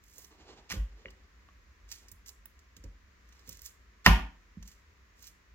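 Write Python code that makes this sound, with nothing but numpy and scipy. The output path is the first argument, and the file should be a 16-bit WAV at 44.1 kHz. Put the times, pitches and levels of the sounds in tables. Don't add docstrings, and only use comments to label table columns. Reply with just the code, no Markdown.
import sys
import numpy as np
from scipy import signal
from scipy.fft import rfft, irfft, next_fast_len
from scipy.io import wavfile

SR = 44100
rng = np.random.default_rng(int(sys.argv[2]) if len(sys.argv) > 2 else 0)


def transcribe(signal):
    frames = np.atleast_2d(signal).T
    limited = np.clip(frames, -1, 1)
    pcm = np.round(limited * 32767).astype(np.int16)
    wavfile.write(sys.argv[1], SR, pcm)


N = 244660
TOP_HZ = 16000


def amp(db):
    return 10 ** (np.asarray(db) / 20)


def seconds(length):
    return np.arange(int(length * SR)) / SR


def read(table, hz):
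    f, value = np.transpose(table)
    return np.interp(np.log(hz + 1), np.log(f), value)


def colour(x, table, tilt_db=0, tilt_from_hz=500):
    size = next_fast_len(x.shape[-1] + 2048)
    hz = np.arange(size // 2 + 1) * SR / size
    level_db = read(table, hz) + tilt_db * np.log2(hz + tilt_from_hz)
    gain = amp(level_db) / (1 + (hz / TOP_HZ) ** 20)
    gain_rms = np.sqrt(np.mean(gain ** 2))
    return irfft(rfft(x, size) * gain / gain_rms, size)[..., :x.shape[-1]]


def add(out, s, x):
    i = max(int(s * SR), 0)
    out[i:i + len(x)] += x[:len(out) - i]


def ring(t, hz, t60):
    return np.sin(2 * np.pi * hz * t) * amp(-60 * t / t60)


def modes(t, table):
    return sum((-1) ** k * amp(db) * ring(t, hz, t60) for k, (hz, db, t60) in enumerate(table))


def wander(count, points):
    return np.interp(np.arange(count), np.linspace(0, count, num=points), rng.standard_normal(points))


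def diffuse(count, apart_hz):
    mid, side = rfft(rng.standard_normal((2, count)))
    hz = np.arange(len(mid)) * SR / count
    alike = 1 / (1 + (hz / apart_hz) ** 2)
    sides = np.array([[1], [-1]]) * side * np.sqrt(1 - alike)
    return irfft(mid * np.sqrt(1 + alike) + sides, count) / np.sqrt(2)


# (frequency [Hz], relative level [dB], decay by 60 dB [s])
BOARD_MODES = [(84.5, 2.5, 0.2), (116.1, -6, 0.18), (168, -3.5, .26), (197, -4.5, 0.19),
               (221.6, -2.5, 0.09), (281, -5, 0.22), (680, -13, .04), (835, 0, 0.05), (373, -20.5, 0.3),
               (1047, -6.5, 0.039), (1228, -6.5, 0.076), (1427, 5, .025), (1650, 2, 0.022),
               (2150, -1, .025), (2540, 2.5, 0.042), (2860, -3, 0.025), (3900, -14, 0.019)]


def board(t):
    return modes(t, BOARD_MODES)


# (time [s], level [dB], starting pop pitch [Hz], relative board level [dB], splash tilt [dB per octave])
SLAPS = [(0.7064, -32, 2410, -6, 2), (0.7167, -29, 1980, -10, 3.5), (0.7224, -34.5, 2210, -4, -2),
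         (4.0621, -3, 1946, -5, -1), (4.0663, -14.5, 2730, -16, -1), (4.0698, -11, 1060, -4.5, -9),
         (4.081, -20.5, 1200, -6.5, -3.5)]
# (frequency [Hz], relative level [dB])
SPLASH_SPECTRUM = [(200, -14.5), (520, -16), (750, 2.5), (1100, 1.5), (1600, 0), (2400, 5), (3200, 3),
                   (3900, -4), (5000, 0.5), (6400, -7.5), (8000, -23), (10000, -22.5), (13000, -11.5),
                   (16000, -18)]
# (frequency [Hz], relative level [dB], decay by 60 dB [s])
CROCKERY_MODES = [(831, -1, .25), (887, -5, .25), (1014, -7, .3), (1085, -6, .3), (1176, -3, .33),
                  (1365, -4, .28), (1467, -3, .33), (1617, 3, .3), (1780, 0, .25), (2735, -6, .22)]


def slaps(splash_s=0.0034, smear_s=0.018, smear_db=-13, splash_db=-5.0, board_db=-13,
          crockery_db=-32, pop_db=0.5, pop_t60_s=0.025, sag=0.13, sag_s=0.0075):
    near, crack, t = np.zeros(N), np.zeros(N), seconds(.4)
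    wood = amp(board_db) * board(t) + amp(crockery_db) * modes(t, CROCKERY_MODES)
    attack = 1 - np.exp(-t / .0003)
    sagging = t * (1 - sag) + sag * sag_s * (1 - np.exp(-t / sag_s))
    sheet = amp(splash_db) * np.exp(-t / splash_s)
    drops = amp(splash_db + smear_db) * np.exp(-t / smear_s)
    centre = len(t) // 2
    impulse = signal.unit_impulse(len(t), centre)
    for s, db, hz, wood_db, tilt_db in SLAPS:
        hiss, spatter = rng.standard_normal((2, len(t)))
        splash = colour(hiss * sheet + spatter ** 3 / 4 * drops, SPLASH_SPECTRUM, tilt_db)
        pop = amp(pop_db) * ring(sagging, hz, pop_t60_s)
        add(near, s, amp(db) * (pop + amp(wood_db) * wood + splash) * attack)
        even = np.linalg.norm(sheet + drops) * colour(impulse, SPLASH_SPECTRUM, tilt_db)
        add(crack, s - t[centre], amp(db) * even)
    return near, crack


# (time [s], relative table boom [dB], relative board thump [dB], relative soft pat [dB], contact [s])
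THUDS = [(.734, -52, -39.5, -38.5, 0.0057), (0.757, -18, -32, -76, 0.0053),
         (1.05, -44, -52.5, -47.5, 0.0037), (1.809, -40, -73, -72, 0.009),
         (2.113, -46.5, -49.5, -73, 0.0062), (2.765, -44, -52.5, -64, 0.0018),
         (2.838, -26, -44, -48, 0.0046), (2.847, -28.5, -48, -62, 0.007), (3.476, -54, -46.5, -52, 0.0046),
         (4.066, -7, -12, -25, 0.0027), (4.572, -36, -40.5, -78, 0.0071)]
# (frequency [Hz], relative level [dB])
FLESH_SPECTRUM = [(80, -5.5), (200, -3), (350, 1), (540, 2), (800, -23.5), (1500, -21.5), (4000, -47),
                  (12000, -63)]


def thuds(thump_db=-6, pat_db=-4, pat_s=0.024):
    out, t = np.zeros(N), seconds(.4)
    wood = amp(thump_db) * board(t)
    for s, _, wood_db, flesh_db, contact in THUDS:
        push = np.sin(np.pi * np.minimum(t / contact, 1)) ** 2
        thump = signal.fftconvolve(wood, push / push.sum())[:len(t)]
        pat = colour(rng.standard_normal(len(t)), FLESH_SPECTRUM)
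        pat *= np.exp(-t / pat_s) * (1 - np.exp(-t / contact))
        add(out, s, amp(wood_db) * thump + amp(flesh_db + pat_db) * pat)
    return out


def table_boom(low_hz=47.56, high_hz=55.8, t60=0.36, boom_db=-4, rise_s=0.02, lag_s=.007):
    out, t = np.zeros(N), seconds(0.87)
    beating = ring(t, low_hz, t60) - ring(t, high_hz, t60)
    boom = amp(boom_db) * beating * (1 - np.exp(-t / rise_s))
    for s, db, *_ in THUDS:
        add(out, s + lag_s, amp(db) * boom)
    return out


# (time [s], level [dB], starting pitch [Hz], nominal decay by 60 dB [s])
BUMPS = [(.736, -35.5, 205.5, 0.09), (1.051, -39, 538, 0.047), (4.072, -16.5, 219.3, 0.057),
         (4.5707, -32.5, 197.5, 0.071)]


def bumps(attack_s=0.0028, sag_per_s=3.5):
    out, t = np.zeros(N), seconds(.15)
    sinking = np.log1p(sag_per_s * t) / sag_per_s
    for s, db, hz, t60 in BUMPS:
        add(out, s, amp(db) * ring(sinking, hz, t60) * (1 - np.exp(-t / attack_s)))
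    return out


# (full strength time [s], build-up [s], release [s], relative level [dB], tilt [dB per octave])
PEELS = [(0.195, 0.22, 0.044, -59, 5), (.720, 0.033, 0.021, -40.5, -4.5), (1.925, 0.051, 0.059, -55, -0.5),
         (2.284, 0.03, 0.017, -52, 5), (3.36, 0.17, 0.18, -74, -2), (3.505, 0.06, 0.047, -55.5, 0),
         (3.662, .065, 0.024, -52, 4), (4.06, 0.018, .008, -36.5, -6.5), (4.685, 0.062, 0.051, -63, 0),
         (5.275, 0.13, 0.018, -58.5, 1.5)]
# (frequency [Hz], relative level [dB])
WET_SPECTRUM = [(300, -20.5), (1000, -10.5), (2000, -2.5), (3200, 0.5), (4500, 0.5), (5600, 5.5),
                (7300, 3.5), (9000, -10.5), (12500, -5), (16000, 0)]


def peeling(cycles=6, fits_db=2, peel_db=0, curve=1.3, grain_spread_db=3.2):
    out, t = np.zeros(N), seconds(.002)
    for peak, build, release, db, tilt_db in PEELS:
        when, pitch, size = rng.random((3500, 3)).T[:, :, None]
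        hz = 1200 + 14000 * pitch
        strength = amp(-grain_spread_db * np.log(size + 0.005)) * np.sqrt(hz)
        grains = strength * ring(t, hz, cycles / hz)
        places = (when * .45 * SR).astype(int) + np.arange(len(t))
        crackle = np.bincount(places.ravel(), grains.ravel())
        crackle = (crackle - crackle.mean()) / crackle.std()
        age = np.arange(len(crackle)) / SR
        grip = np.minimum(age / build, 1) ** curve * np.exp(-np.maximum(age - build, 0) / release)
        grip *= amp(fits_db * wander(len(grip), 60))
        add(out, peak - build, amp(db + peel_db) * colour(crackle, WET_SPECTRUM, tilt_db) * grip)
    return out


# (time [s], relative level [dB], tilt [dB per octave], bubble pitch [Hz], decay to 1/e [s])
SNAPS = [(0.038, -54.5, 3, 7300, 0.0039), (.117, -70, 5, 6300, 0.0052), (0.181, -45, 10, 6670, 0.0091),
         (0.245, -47.5, -1.5, 5890, 0.005), (0.7004, -34, -3, 6900, 0.0018), (1.104, -52, -4, 8000, 0.0046),
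         (1.890, -50, -5, 6100, .003), (1.915, -37.5, 0.5, 4800, 0.0071),
         (1.922, -40.5, -0.5, 5870, 0.0051), (2.083, -51, 0.5, 5130, 0.0082),
         (2.115, -43, 11, 9900, 0.0057), (2.2604, -48.5, -1.5, 5920, 0.0063),
         (2.2904, -41, 3, 4830, 0.0038), (2.456, -36.5, 16, 11100, 0.0017), (2.5904, -58, -2, 7300, 0.0058),
         (2.7654, -47, -2.5, 6670, 0.0052), (2.839, -50.5, -2.5, 5870, 0.0048),
         (3.289, -58, -1, 6430, 0.003), (3.3236, -54.5, -6.5, 5840, 0.0061), (3.35, -67, -13, 5570, 0.0046),
         (3.392, -58.5, -3, 5200, .005), (3.475, -44, 3, 6500, .002), (3.491, -34.5, 6.5, 5600, .003),
         (3.521, -45, 1, 7200, .002), (3.5264, -44, 6, 7040, 0.0037), (3.5707, -47, 4, 6450, 0.0023),
         (3.592, -47.5, -1.5, 5700, 0.0039), (3.6177, -39, 11, 6990, 0.0022), (3.655, -43, 12, 6370, 0.004),
         (3.66, -36.5, 8, 5960, .003), (4.6262, -47, -3.5, 5960, 0.0045), (4.6754, -46.5, 4, 6000, 0.005),
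         (4.715, -54.5, -1, 7000, 0.0077), (5.224, -49, 13, 6500, 0.0056), (5.2691, -50, 7, 6040, 0.013)]


def snaps(after_s=0.0093, after_db=-13, snap_db=-2.0, rise_s=0.00048, bubble_db=-9):
    out, t = np.zeros(N), seconds(.06)
    rise = 1 - np.exp(-t / rise_s)
    for s, db, tilt_db, hz, decay in SNAPS:
        tick, after = rng.standard_normal((2, len(t)))
        bubble = amp(bubble_db) * np.sin(2 * np.pi * hz * t)
        burst = (tick + bubble) * np.exp(-t / decay)
        after_ticks = after * np.abs(after) / 2 * np.exp(-t / min(after_s, 2 * decay))
        burst += amp(after_db) * after_ticks
        add(out, s, amp(db + snap_db) * colour(burst * rise, WET_SPECTRUM, tilt_db))
    return out


# (time [s], relative level [dB], tick pitch [Hz],
# tick decay by 60 dB [s], relative scrape [dB], relative blade ring [dB])
TAPS = [(1.0572, -22.5, 2150, 0.0079, -29, -2.5), (1.083, -42, 1880, 0.0075, -10, -3),
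        (1.084, -48, 2890, 0.027, -2, 2), (1.487, -53, 1130, 0.039, 9.5, 2),
        (2.457, -50.5, 1823, 0.024, 12.5, -10)]
# (frequency [Hz], relative level [dB], decay by 60 dB [s])
BLADE_MODES = [(1965, -13, 0.039), (2884, -36, 0.09)]
# (frequency [Hz], relative level [dB])
TICK_SPECTRUM = [(300, -3), (900, -0.5), (2200, -4), (3200, 7), (4500, -13), (7000, -34), (16000, -32)]


def taps(scrape_s=0.0017, attack_s=0.00044, tap_db=-7):
    out, t = np.zeros(N), seconds(.12)
    blade = modes(t, BLADE_MODES)
    for s, db, hz, t60, scrape_db, blade_db in TAPS:
        scrape = rng.standard_normal(len(t)) * np.exp(-t / scrape_s)
        touch = ring(t, hz, t60) + amp(scrape_db) * scrape + amp(blade_db) * blade
        add(out, s, amp(db + tap_db) * touch * (1 - np.exp(-t / attack_s)))
    return colour(out, TICK_SPECTRUM)


# (strongest time [s], width at 1/e [s], relative level [dB])
RUSTLES = [(.19, 0.05, -52.5), (.33, 0.05, -54.5), (.41, 0.047, -50), (.507, 0.076, -47.5),
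           (.62, 0.16, -56), (1.03, 0.28, -55), (2.05, 0.12, -63.5), (2.29, 0.055, -65.5),
           (2.87, 0.085, -60.5), (3.42, 0.16, -63.5)]
# (frequency [Hz], relative level [dB])
CLOTH_SPECTRUM = [(100, 8.5), (200, 8.5), (400, 16.5), (550, 6), (800, 8.5), (1500, -1), (3200, 1),
                  (7000, -5), (12000, -51)]


def rustling(flutter_db=4, cloth_db=-8):
    t = np.arange(N) / SR
    swells = sum(amp(db) * np.exp(-2 * np.abs(t - s) / width) for s, width, db in RUSTLES)
    flutter = amp(flutter_db * wander(N, 300) + cloth_db)
    return colour(rng.standard_normal(N), CLOTH_SPECTRUM) * swells * flutter


# (frequency [Hz], decay by 60 dB [s])
ROOM_T60 = [(100, 0.32), (500, 0.39), (1500, 0.36), (3000, 0.35), (6000, 0.31), (13000, 0.25)]
# (frequency [Hz], relative level [dB])
ROOM_SPECTRUM = [(50, -13), (150, 0), (300, -3.5), (550, -5.5), (900, -0.5), (1800, -2), (3000, -2.5),
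                 (5000, -10), (9000, 4.5), (16000, -2.5)]


def kitchen(x, gap_s=0.0013, build_s=0.0031, room_db=-7, bow=1.22):
    t = seconds(.6)
    hz, at, cells = signal.stft(diffuse(len(t), apart_hz=650), SR, nperseg=256)
    decay = amp(-60 * (at / read(ROOM_T60, hz)[:, None]) ** bow)
    tail = signal.istft(cells * decay, SR)[1][:, :len(t)]
    tail = colour(tail, ROOM_SPECTRUM) * (1 - np.exp(-np.maximum(t - gap_s, 0) / build_s))
    tail *= amp(room_db) / np.sqrt(np.sum(tail ** 2) / 2)
    return signal.fftconvolve(x[None], tail, axes=1)[:, :N]


# (frequency [Hz], level difference of the direct sound [dB])
RIGHT_MINUS_LEFT = [(100, 4.5), (400, 3), (1500, 2.5), (3000, -1), (4200, 10.5), (6200, 6.5), (8500, 2.5),
                    (12500, 12)]


def microphones(x, reflected, right_lag_s=0.00011, shade=0.17, bounce=0.3):
    size = next_fast_len(N, True)
    hz = np.arange(size // 2 + 1) * SR / size
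    lean_db = np.array([[-.5], [.5]]) * read(RIGHT_MINUS_LEFT, hz)
    direct = np.exp(-2j * np.pi * hz * np.array([[0], [right_lag_s]]))
    glance = np.exp(-2j * np.pi * hz * np.array([[.0011], [.0018]])) * hz / (hz + 4000)
    near = rfft(x, size) * (direct + bounce * glance) * amp(lean_db)
    far = rfft(reflected, size) * amp(shade * lean_db)
    return irfft(near + far, size)[:, :N]


# (frequency [Hz], relative level [dB])
AIR_SPECTRUM = [(15, -45), (25, -19), (59, 2.5), (114, -19.5), (141, -25.5), (195, -18.5), (229, -22.5),
                (405, -24.5), (840, -34), (1000, -24), (1500, -25), (1900, -22), (3250, -34), (6920, -36),
                (8830, -54.5), (16000, -44)]


def room_noise(air_db=-60, waver_db=.5):
    level_db = air_db + waver_db * wander(N, 20)
    return colour(diffuse(N, apart_hz=352), AIR_SPECTRUM) * amp(level_db)


def scene(tap_room_db=-8, slap_room_db=-9, crack_room_db=1, snap_room_db=-5, peel_room_db=-3):
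    slap, crack = slaps()
    sources = [(slap, slap_room_db), (thuds() + bumps() + rustling(), 0), (peeling(), peel_room_db),
               (snaps(), snap_room_db), (taps(), tap_room_db)]
    near = sum(x for x, _ in sources)
    to_walls = sum(amp(db) * x for x, db in sources) + amp(crack_room_db) * crack
    return microphones(near, kitchen(to_walls)) + table_boom() + room_noise()


def record(dry):
    bass_cut = signal.butter(2, 24, "highpass", fs=SR, output="sos")
    top_cut = signal.ellip(10, .2, 70, TOP_HZ, fs=SR, output="sos")
    held = signal.sosfilt(bass_cut, np.clip(dry, -1, 1))
    return signal.sosfilt(top_cut, held)


dry = scene()
out = record(dry)
transcribe(out)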